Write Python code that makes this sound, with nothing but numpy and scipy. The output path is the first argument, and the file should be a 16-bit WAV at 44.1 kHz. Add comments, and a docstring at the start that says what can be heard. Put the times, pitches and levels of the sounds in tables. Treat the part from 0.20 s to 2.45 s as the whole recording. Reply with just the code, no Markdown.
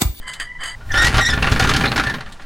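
"""First a wrench squeaks, scrapes and clacks on a tight wheel nut, over soft outdoor air.
After about half a second the scene changes abruptly: a steel floor jack is pushed over rough concrete
under a car. Its wheels grind and rumble, the loose lifting arm and casters knock at every bump,
and a dry wheel squeals as it sticks and slips. A little after two seconds the jack comes to rest."""
import sys
import numpy as np
from scipy import signal
from scipy.fft import rfft, irfft
from scipy.io import wavfile
from scipy.ndimage import uniform_filter1d

SR = 44100
rng = np.random.default_rng(int(sys.argv[2]) if len(sys.argv) > 2 else 0)


def waveform_to_disk(signal):
    """Save audio, clipped to [-1, 1], as 16-bit WAV at the path in sys.argv[1]."""
    frames = np.transpose(np.atleast_2d(signal))
    scaled = np.clip(frames, -1, 1) * 32767
    samples = np.round(scaled).astype(np.int16)
    wavfile.write(sys.argv[1], SR, samples)


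N = 99225
T = np.arange(N) / SR

# The notes at which the jack's frame rings. Each row: pitch in Hz, width in Hz, level in dB.
FRAME_MODES = [(400, 5.3, -13), (510, 15, -0.5), (774.5, 46, 0), (1160, 30, 2.5), (1409, 33, 9),
               (1530, 11, -14), (1704, 210, 2), (1940, 28, -7), (2280, 45, -7), (2770, 17, -4),
               (3064, 96, -9), (3580, 40, -7), (4440, 150, -11.5), (5160, 91, -21), (6480, 60, -13),
               (8200, 59, -26), (10370, 45, -18), (10900, 80, -26)]


def from_db(db):
    """Turn decibels into a gain."""
    return 10 ** (np.asarray(db) / 20)


def rms_one(x):
    """Scale a sound to an average level of 1."""
    return x / np.sqrt(np.mean(x ** 2) + 1e-20)


def in_time(rows):
    """Join rows that start with a time by straight lines: one curve for each other column."""
    times, *columns = np.transpose(rows)
    return [np.interp(T, times, column) for column in columns]


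def drift(hz):
    """A random wobble of size 1; more Hz makes it quicker."""
    r = np.exp(-2 * np.pi * hz / SR)
    return rms_one(signal.lfilter([1], [1, -2 * r, r * r], rng.standard_normal(2 * N))[N:])


def body(x, colour, modes=()):
    """Give a sound a colour (its balance of low and high) and ringing notes, at level 1."""
    f = np.maximum(np.arange(N // 2 + 1) * SR / N, 1)
    hz, db = np.transpose(colour)
    power = from_db(np.interp(np.log(f), np.log(hz), db)) ** 2
    for centre, width, level in modes:
        power += from_db(level) ** 2 / (1 + ((f - centre) / width) ** 2) ** 2
    return rms_one(irfft(rfft(x) * np.sqrt(power), N))


def noise():
    """A plain, even hiss."""
    return rng.standard_normal(N)


def grains(per_s, spread_db):
    """Tiny random contacts of uneven size."""
    sizes = from_db(spread_db * np.minimum(rng.exponential(1, N), 3))
    return (rng.random(N) < per_s / SR) * sizes * rng.choice([-1, 1], N)


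def even(x, span_s):
    """Hold a sound's level steady from moment to moment."""
    power = np.abs(uniform_filter1d(x * x, max(int(span_s * SR), 2)))
    return x / np.sqrt(power + 1e-9)


def split(x, treble_hz=3520):
    """Split a sound into its low and high parts."""
    low = signal.sosfiltfilt(signal.butter(2, treble_hz, fs=SR, output="sos"), x)
    return low, x - low


def blows(times, levels_db, rise_s, t60):
    """The loudness curve of hits that rise fast, then fade by 60 dB in t60 seconds."""
    power = np.zeros(N)
    for s, db in zip(times, levels_db):
        start = int(s * SR)
        age = T[:max(N - start, 0)][:SR // 2]
        fade = from_db(db - 60 * np.maximum(age - rise_s, 0) / t60)
        power[start:start + len(age)] += (np.minimum(age / rise_s, 1) * fade) ** 2
    return np.sqrt(power)


def stick_slip(hz, harmonics_db, bright_db, flutter_db, rough):
    """A rubbing tone: uneven slips blur the higher harmonics, and each harmonic flutters."""
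    phase = 2 * np.pi * np.cumsum(hz) / SR + rough * drift(173)
    tone = np.zeros(N)
    for k, db in enumerate(harmonics_db):
        flutter = flutter_db * np.sqrt(k + 1) * drift(61)
        tone += from_db(db + bright_db * min(k, 2) + flutter) * np.sin((k + 1) * phase)
    return tone


def reflections(x, t60, wet_db=-14, dull_hz=6000):
    """Add short, duller echoes from between the floor and the car."""
    age = T[:SR // 2]
    tail = rng.standard_normal(len(age)) * from_db(-60 * age / t60) * (age > .003)
    tail = signal.sosfilt(signal.butter(2, dull_hz, fs=SR, output="sos"), tail)
    return x + from_db(wet_db) * signal.fftconvolve(x, tail / np.sqrt(np.sum(tail ** 2)))[:N]


def outdoor_air(around_wrench):
    """A soft, low rush of air, one for each scene."""
    # The air's colours. Each row: frequency in Hz, level in dB.
    wrench_air = [(15, 8), (40, -5.5), (70, -14.5), (150, -15.5), (300, -27), (800, -31), (2000, -45),
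                  (5000, -41), (10000, -48), (16000, -72)]
    jack_air = [(15, 11.5), (40, 0.5), (70, -25), (150, -14.5), (300, -27.5), (800, -17.5), (2000, -29),
                (5000, -33), (10000, -42), (16000, -81)]
    db, colour = (-34.5, wrench_air) if around_wrench else (-35, jack_air)
    return from_db(db) * body(noise(), colour)


def nut_squeak():
    """The tight nut sings as it sticks and slips."""
    # The squeak. Each row: time in seconds, pitch in Hz, level in dB.
    squeak = [(0, 1020, -74), (.05, 1022, -34.5), (.11, 1007, -33), (.15, 1032, -42), (.19, 1030, -47),
              (.245, 992, -42), (.28, 975, -32.5), (.325, 1002, -35), (.335, 991, -52), (.347, 994, -47),
              (.355, 984, -30.5), (.385, 995, -40.5), (.42, 1004, -40), (.48, 989, -38), (.535, 996, -33.5),
              (.56, 990, -33)]
    # Each harmonic's level in dB, lowest first.
    harmonics_db = [-12.5, 0, -19, -33]
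    hz, db = in_time(squeak)
    pitch = hz * (1 + 0.0028 * drift(54))
    return from_db(db) * stick_slip(pitch, harmonics_db, bright_db=0, flutter_db=2.2, rough=0.015)


def wrench():
    """The steel wrench rings as it scrapes on the nut and clacks in its socket."""
    # The scraping. Each row: time in seconds, level in dB, extra treble in dB.
    scraping = [(0, -51.5, -5), (.035, -40, -4), (.06, -44.5, -14), (.08, -29, 4), (.12, -38, 2.5),
                (.165, -39.5, 0), (.19, -44, -6), (.222, -30, 3), (.255, -43, 3), (.3, -52, -8),
                (.38, -52, -20), (.41, -28.5, -8), (.44, -27.5, -5), (.46, -31, 6.5), (.478, -31, 5.5),
                (.505, -33.5, 4), (.53, -41, 5), (.56, -46, -3)]
    # The clacks. Each row: start in seconds, level in dB.
    hits = [(0.1986, -21), (0.206, -27), (0.4353, -23.5), (0.474, -36)]
    # The wrench's ringing notes. Each row: pitch in Hz, width in Hz, level in dB.
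    modes = [(1200, 250, -11), (1650, 80, 0.5), (1790, 61, 3.5), (2000, 117, 1), (3057, 81, 2),
             (3260, 61, -6), (4740, 65, -2.5), (6570, 33, -6), (7650, 180, -10.5), (8300, 61, -10.5),
             (8690, 69, -11), (9490, 35, -13.5), (10050, 31, -11), (10900, 40, -19), (11200, 45, -19),
             (12900, 30, -26), (13400, 30, -29)]
    # Each row of a colour: frequency in Hz, level in dB.
    scrape_colour = [(100, -31), (550, -16.5), (1400, -6), (2500, -26), (4200, -18.5), (5800, -36),
                     (8000, -30), (13000, -42), (16000, -45)]
    clack_colour = [(100, -19), (600, -22), (1700, -6), (2600, -13), (4200, -17), (5800, -29), (8000, -26),
                    (16000, -41)]
    scrape_db, treble_db = in_time(scraping)
    low, high = split(even(body(grains(1800, spread_db=-1), scrape_colour, modes), span_s=0.033))
    scrape = from_db(scrape_db) * (low + from_db(treble_db) * high)
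    ring = even(body(noise(), clack_colour, modes), span_s=0.015)
    return scrape + ring * blows(*np.transpose(hits), rise_s=.001, t60=0.092)


def ticks():
    """One light, bright tick in each scene."""
    # The ticks. Each row: start in seconds, level in dB.
    hits = [(.134, -28.5), (2.122, -37)]
    # Their colour. Each row: frequency in Hz, level in dB.
    colour = [(500, -25), (2500, -6), (3800, 4), (5500, -12), (8000, -5), (12000, -21), (16000, -28)]
    return blows(*np.transpose(hits), rise_s=0.0014, t60=0.083) * body(noise(), colour)


def rolling():
    """Steel wheels grind grit, rumble over the rough floor and make the frame boom."""
    # The rolling. Each row: time in seconds, then grind, rumble and boom levels in dB.
    levels = [(.55, -54, -34.5, -53), (.62, -64, -42.5, -50), (.715, -37, -21, -59),
              (.75, -23.5, -19.5, -39), (.86, -22, -20.5, -27.5), (.915, -27, -36, -30),
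              (.97, -19, -15, -29), (1.05, -37, -26, -35.5), (1.13, -30, -20, -30),
              (1.2, -33.5, -26, -28.5), (1.26, -24.5, -25, -28.5), (1.35, -27, -21, -24.5),
              (1.5, -27.5, -21.5, -24), (1.6, -25.5, -24, -21.5), (1.66, -26, -36, -24.5),
              (1.705, -34.5, -34, -25), (1.8, -34, -27, -28), (1.88, -31.5, -30, -30.5),
              (1.97, -42.5, -44, -30), (2.05, -51, -49, -51), (2.09, -42.5, -52, -40.5),
              (2.17, -51, -44, -49.5), (2.25, -46, -49, -48)]
    # Each row of a colour: frequency in Hz, level in dB.
    grind_colour = [(100, -16), (300, -7.5), (600, -6.5), (1000, -3), (1550, -10.5), (2400, -5.5),
                    (4000, -13.5), (5500, -19.5), (7500, -22), (10500, -22), (12500, -41), (16000, -52)]
    rumble_colour = [(15, 9), (28, 8), (42, 1), (58, 12.5), (85, 0), (110, -1.5), (160, -20), (300, -19.5),
                     (1000, -44)]
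    boom_colour = [(40, -8), (100, -11), (160, -18.5), (235, -5.5), (320, -12.5), (500, -18), (1500, -45)]
    # The boom's low notes. Each row: pitch in Hz, width in Hz, level in dB.
    boom_modes = [(135, 16, -1.5), (189, 19, 1)]
    grind_db, rumble_db, boom_db = in_time(levels)
    grind = even(body(grains(1100, spread_db=3.5), grind_colour, FRAME_MODES), span_s=.05)
    rumble = even(body(noise(), rumble_colour), span_s=0.0619)
    boom = even(body(noise(), boom_colour, boom_modes), span_s=0.034)
    return from_db(grind_db) * grind + from_db(rumble_db) * rumble + from_db(boom_db) * boom


def frame_ring(hz=1440, width_hz=55):
    """The dry wheel shakes the frame, which rings at its main note."""
    # The ringing. Each row: time in seconds, level in dB.
    levels = [(.6, -70), (.612, -42), (.68, -64), (.72, -52), (.745, -22.5), (.83, -19), (.88, -36),
              (.93, -39), (1.05, -59), (1.12, -41), (1.143, -16), (1.17, -52)]
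    db, = in_time(levels)
    ring = even(body(noise(), [(100, -70), (16000, -70)], [(hz, width_hz, 0)]), span_s=0.031)
    return ring * from_db(db) * (T > levels[0][0]) * (T < levels[-1][0])


def knocks():
    """Each bump rattles the loose steel parts and thumps the frame."""
    # The bumps. Each row: start in seconds, level in dB, extra treble in dB, thump strength in dB.
    bumps = [(.607, -41, -13, -49), (0.739, -18.5, -4, -27.5), (0.773, -19, 5, -42), (0.82, -14.5, -2, -33),
             (.844, -17.5, 8, -9), (.866, -18, 10.5, -24), (0.88, -25, 9.5, -8.5), (.941, -16, 3.5, -10.5),
             (0.968, -27.5, 14, -12), (.978, -13, 1, -33), (0.988, -10, 0, -46), (1.086, -18, 2, -12.5),
             (1.133, -21, 6, -15.5), (1.174, -17, -23, -10.5), (1.2222, -15.5, 2.5, -12.5),
             (1.24, -14.5, -5, -19), (1.27, -12, -8.5, -12.5), (1.317, -13.5, 1, -6.5),
             (1.359, -19, 2, -25), (1.396, -9.5, 3.5, -35), (1.4216, -14.5, 0, -14.5),
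             (1.442, -12, -10, -20), (1.47, -17.5, 5.5, -25), (1.49, -12.5, 3.5, -24),
             (1.509, -15.5, -4, -15), (1.535, -19.5, 10, -33), (1.544, -14.5, -8, -37),
             (1.561, -16.5, 8.5, -19.5), (1.607, -15, -1.5, -11), (1.637, -12, -5, -20),
             (1.654, -14, -3, -22), (1.715, -15.5, -1, -27), (1.7586, -13.5, -2.5, -23),
             (1.776, -13, -1, -31), (1.795, -15.5, 1.5, -37), (1.834, -20, 1.5, -34),
             (1.867, -20.5, 1, -19.5), (1.896, -23.5, 4, -34), (1.9385, -21, -3, -38),
             (1.982, -32, -10, -28.5), (2.005, -27, -0.5, -48), (2.059, -32, -10, -32),
             (2.195, -35.5, -14, -48), (2.218, -40.5, 5, -66)]
    # Each row of a colour: frequency in Hz, level in dB.
    rattle_colour = [(100, -36), (300, -0.5), (600, -6.5), (1000, -2.5), (1550, -2), (2400, -4.5),
                     (4000, -6.5), (5500, -13), (7500, -23.5), (10500, -26), (12500, -33.5), (16000, -48)]
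    thump_colour = [(20, -30), (55, 0), (90, 11), (135, 7), (190, 1.5), (280, -17), (500, -16), (1500, -49)]
    starts, db, treble_db, thump_db = np.transpose(bumps)
    low, high = split(even(body(grains(2500, spread_db=0.5), rattle_colour, FRAME_MODES), span_s=0.014))
    low *= blows(starts, db, rise_s=0.0033, t60=0.097)
    high *= blows(starts, db + treble_db, rise_s=0.0033, t60=0.062)
    thump = even(body(noise(), thump_colour), span_s=0.023)
    thump *= blows(starts, thump_db - 7, rise_s=0.0043, t60=0.12)
    return low + high + thump + pit_drops(starts, thump_db + 3)


def pit_drops(times, levels_db, length_s=.008):
    """A wheel dropping into a pit gives one soft pulse of low pressure."""
    pulses = sum(from_db(db) * np.sin(np.pi * np.clip((T - s) / length_s, 0, 1)) ** 2
                 for s, db in zip(times, levels_db))
    return -signal.sosfilt(signal.butter(1, 35, "high", fs=SR, output="sos"), pulses)


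def squeals(jitter=0.01236, fade_s=0.0067):
    """A dry axle sticks and slips at an unsteady pitch."""
    # One list per squeal. Each row: time in seconds, pitch in Hz, strength in dB, brightness in dB.
    curves = [
        [(.685, 1849, -54, -22), (.708, 1814, -23, -56), (.721, 1739, -18, -3.5), (.732, 1727, -28, -3),
         (.765, 1745, -16.5, -0.5), (.783, 1832, -15.5, 1), (.825, 1855, -18.5, 1), (.871, 1917, -15.5, -6),
         (.9, 2030, -41, -3)],
        [(.995, 1900, -42, -5), (1.011, 1909, -14.5, 0.5), (1.035, 1890, -19, 1.5), (1.048, 1818, -21.5, 2),
         (1.063, 1835, -15, 3), (1.081, 1937, -16.5, -0.5), (1.108, 1720, -24.5, 6), (1.13, 1753, -20, -2.5),
         (1.165, 1800, -39, -15)],
        [(1.84, 1765, -30, -5), (1.882, 1755, -20, -17), (1.9, 1802, -24.5, -10), (1.925, 1650, -33, -5)],
    ]
    # Each harmonic's level in dB, lowest first.
    harmonics_db = [-1, -10, -14, -22, -31, -36]
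    out = np.zeros(N)
    for rows in curves:
        hz, db, bright_db = in_time(rows)
        fade = np.clip(np.minimum(T - rows[0][0], rows[-1][0] - T) / fade_s, 0, 1)
        pitch = hz * (1 + jitter * drift(126))
        tone = stick_slip(pitch, harmonics_db, bright_db, flutter_db=2.02, rough=0.39)
        out += fade * from_db(db) * tone
    return out * np.sqrt(2)


def rings_and_squeak():
    """Brief pitched rings of loose parts, and one rough, high squeak near 1.67 s."""
    # The short sounds. Each row: start in seconds, pitch in Hz, level in dB.
    bursts = [(0.716, 6000, -28.5), (0.74, 3050, -21.5), (.987, 804, -16.5), (1.2256, 2720, -16),
              (1.27, 2670, -19), (1.317, 286.6, -20), (1.398, 744, -17.5), (1.425, 2400, -24),
              (1.492, 1160, -18), (1.638, 2370, -20), (1.657, 4230, -25), (1.674, 4050, -21.5),
              (1.683, 4150, -31), (1.781, 1540, -32), (1.789, 269, -19.5), (1.796, 1440, -14),
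              (1.982, 569, -34.5)]
    out = np.zeros(N)
    for start, hz, db in bursts:
        tone = body(noise(), [(100, -70), (16000, -90)], [(hz, 0.045 * hz, 0)])
        out += blows([start], [db], rise_s=0.0021, t60=0.071) * even(tone, span_s=0.0092)
    return out


def crunches():
    """Grit bursts under a wheel in a spray of sharp ticks."""
    # The bursts. Each row: start in seconds, level in dB.
    bursts = [(0.82, -22), (0.844, -21.5), (.868, -28), (1.316, -28), (1.394, -24), (1.438, -27),
              (1.49, -24.5), (1.563, -30), (1.761, -29), (1.78, -37)]
    # Their colour. Each row: frequency in Hz, level in dB.
    colour = [(2000, -20), (5000, 6), (7000, 4), (10000, -8), (13000, -10), (16000, -25)]
    spray = even(body(grains(1800, spread_db=1.5), colour), span_s=0.013)
    return spray * blows(*np.transpose(bursts), rise_s=0.0022, t60=0.13)


def scene(change_s=.553, fade_s=0.0027):
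    """First the wrench, then the jack; left and right sound alike."""
    nut = reflections(nut_squeak() + wrench(), t60=0.14) + outdoor_air(around_wrench=True)
    jack = knocks() + rings_and_squeak() + crunches() + rolling() + squeals() + frame_ring()
    jack = reflections(jack, t60=.17) + outdoor_air(around_wrench=False)
    nut_share = np.clip((change_s - T) / fade_s, 0, 1)
    mix = nut_share * nut + (1 - nut_share) * jack + ticks()
    return np.array([mix, mix])


def record(dry, cutoff_hz=15900):
    """Round off the loudest peaks and cut the highest treble."""
    rounded = 1.2 * np.tanh(dry / 1.2)
    return signal.sosfilt(signal.ellip(10, .3, 75, cutoff_hz, fs=SR, output="sos"), rounded)


dry = scene()
out = record(dry)
waveform_to_disk(out)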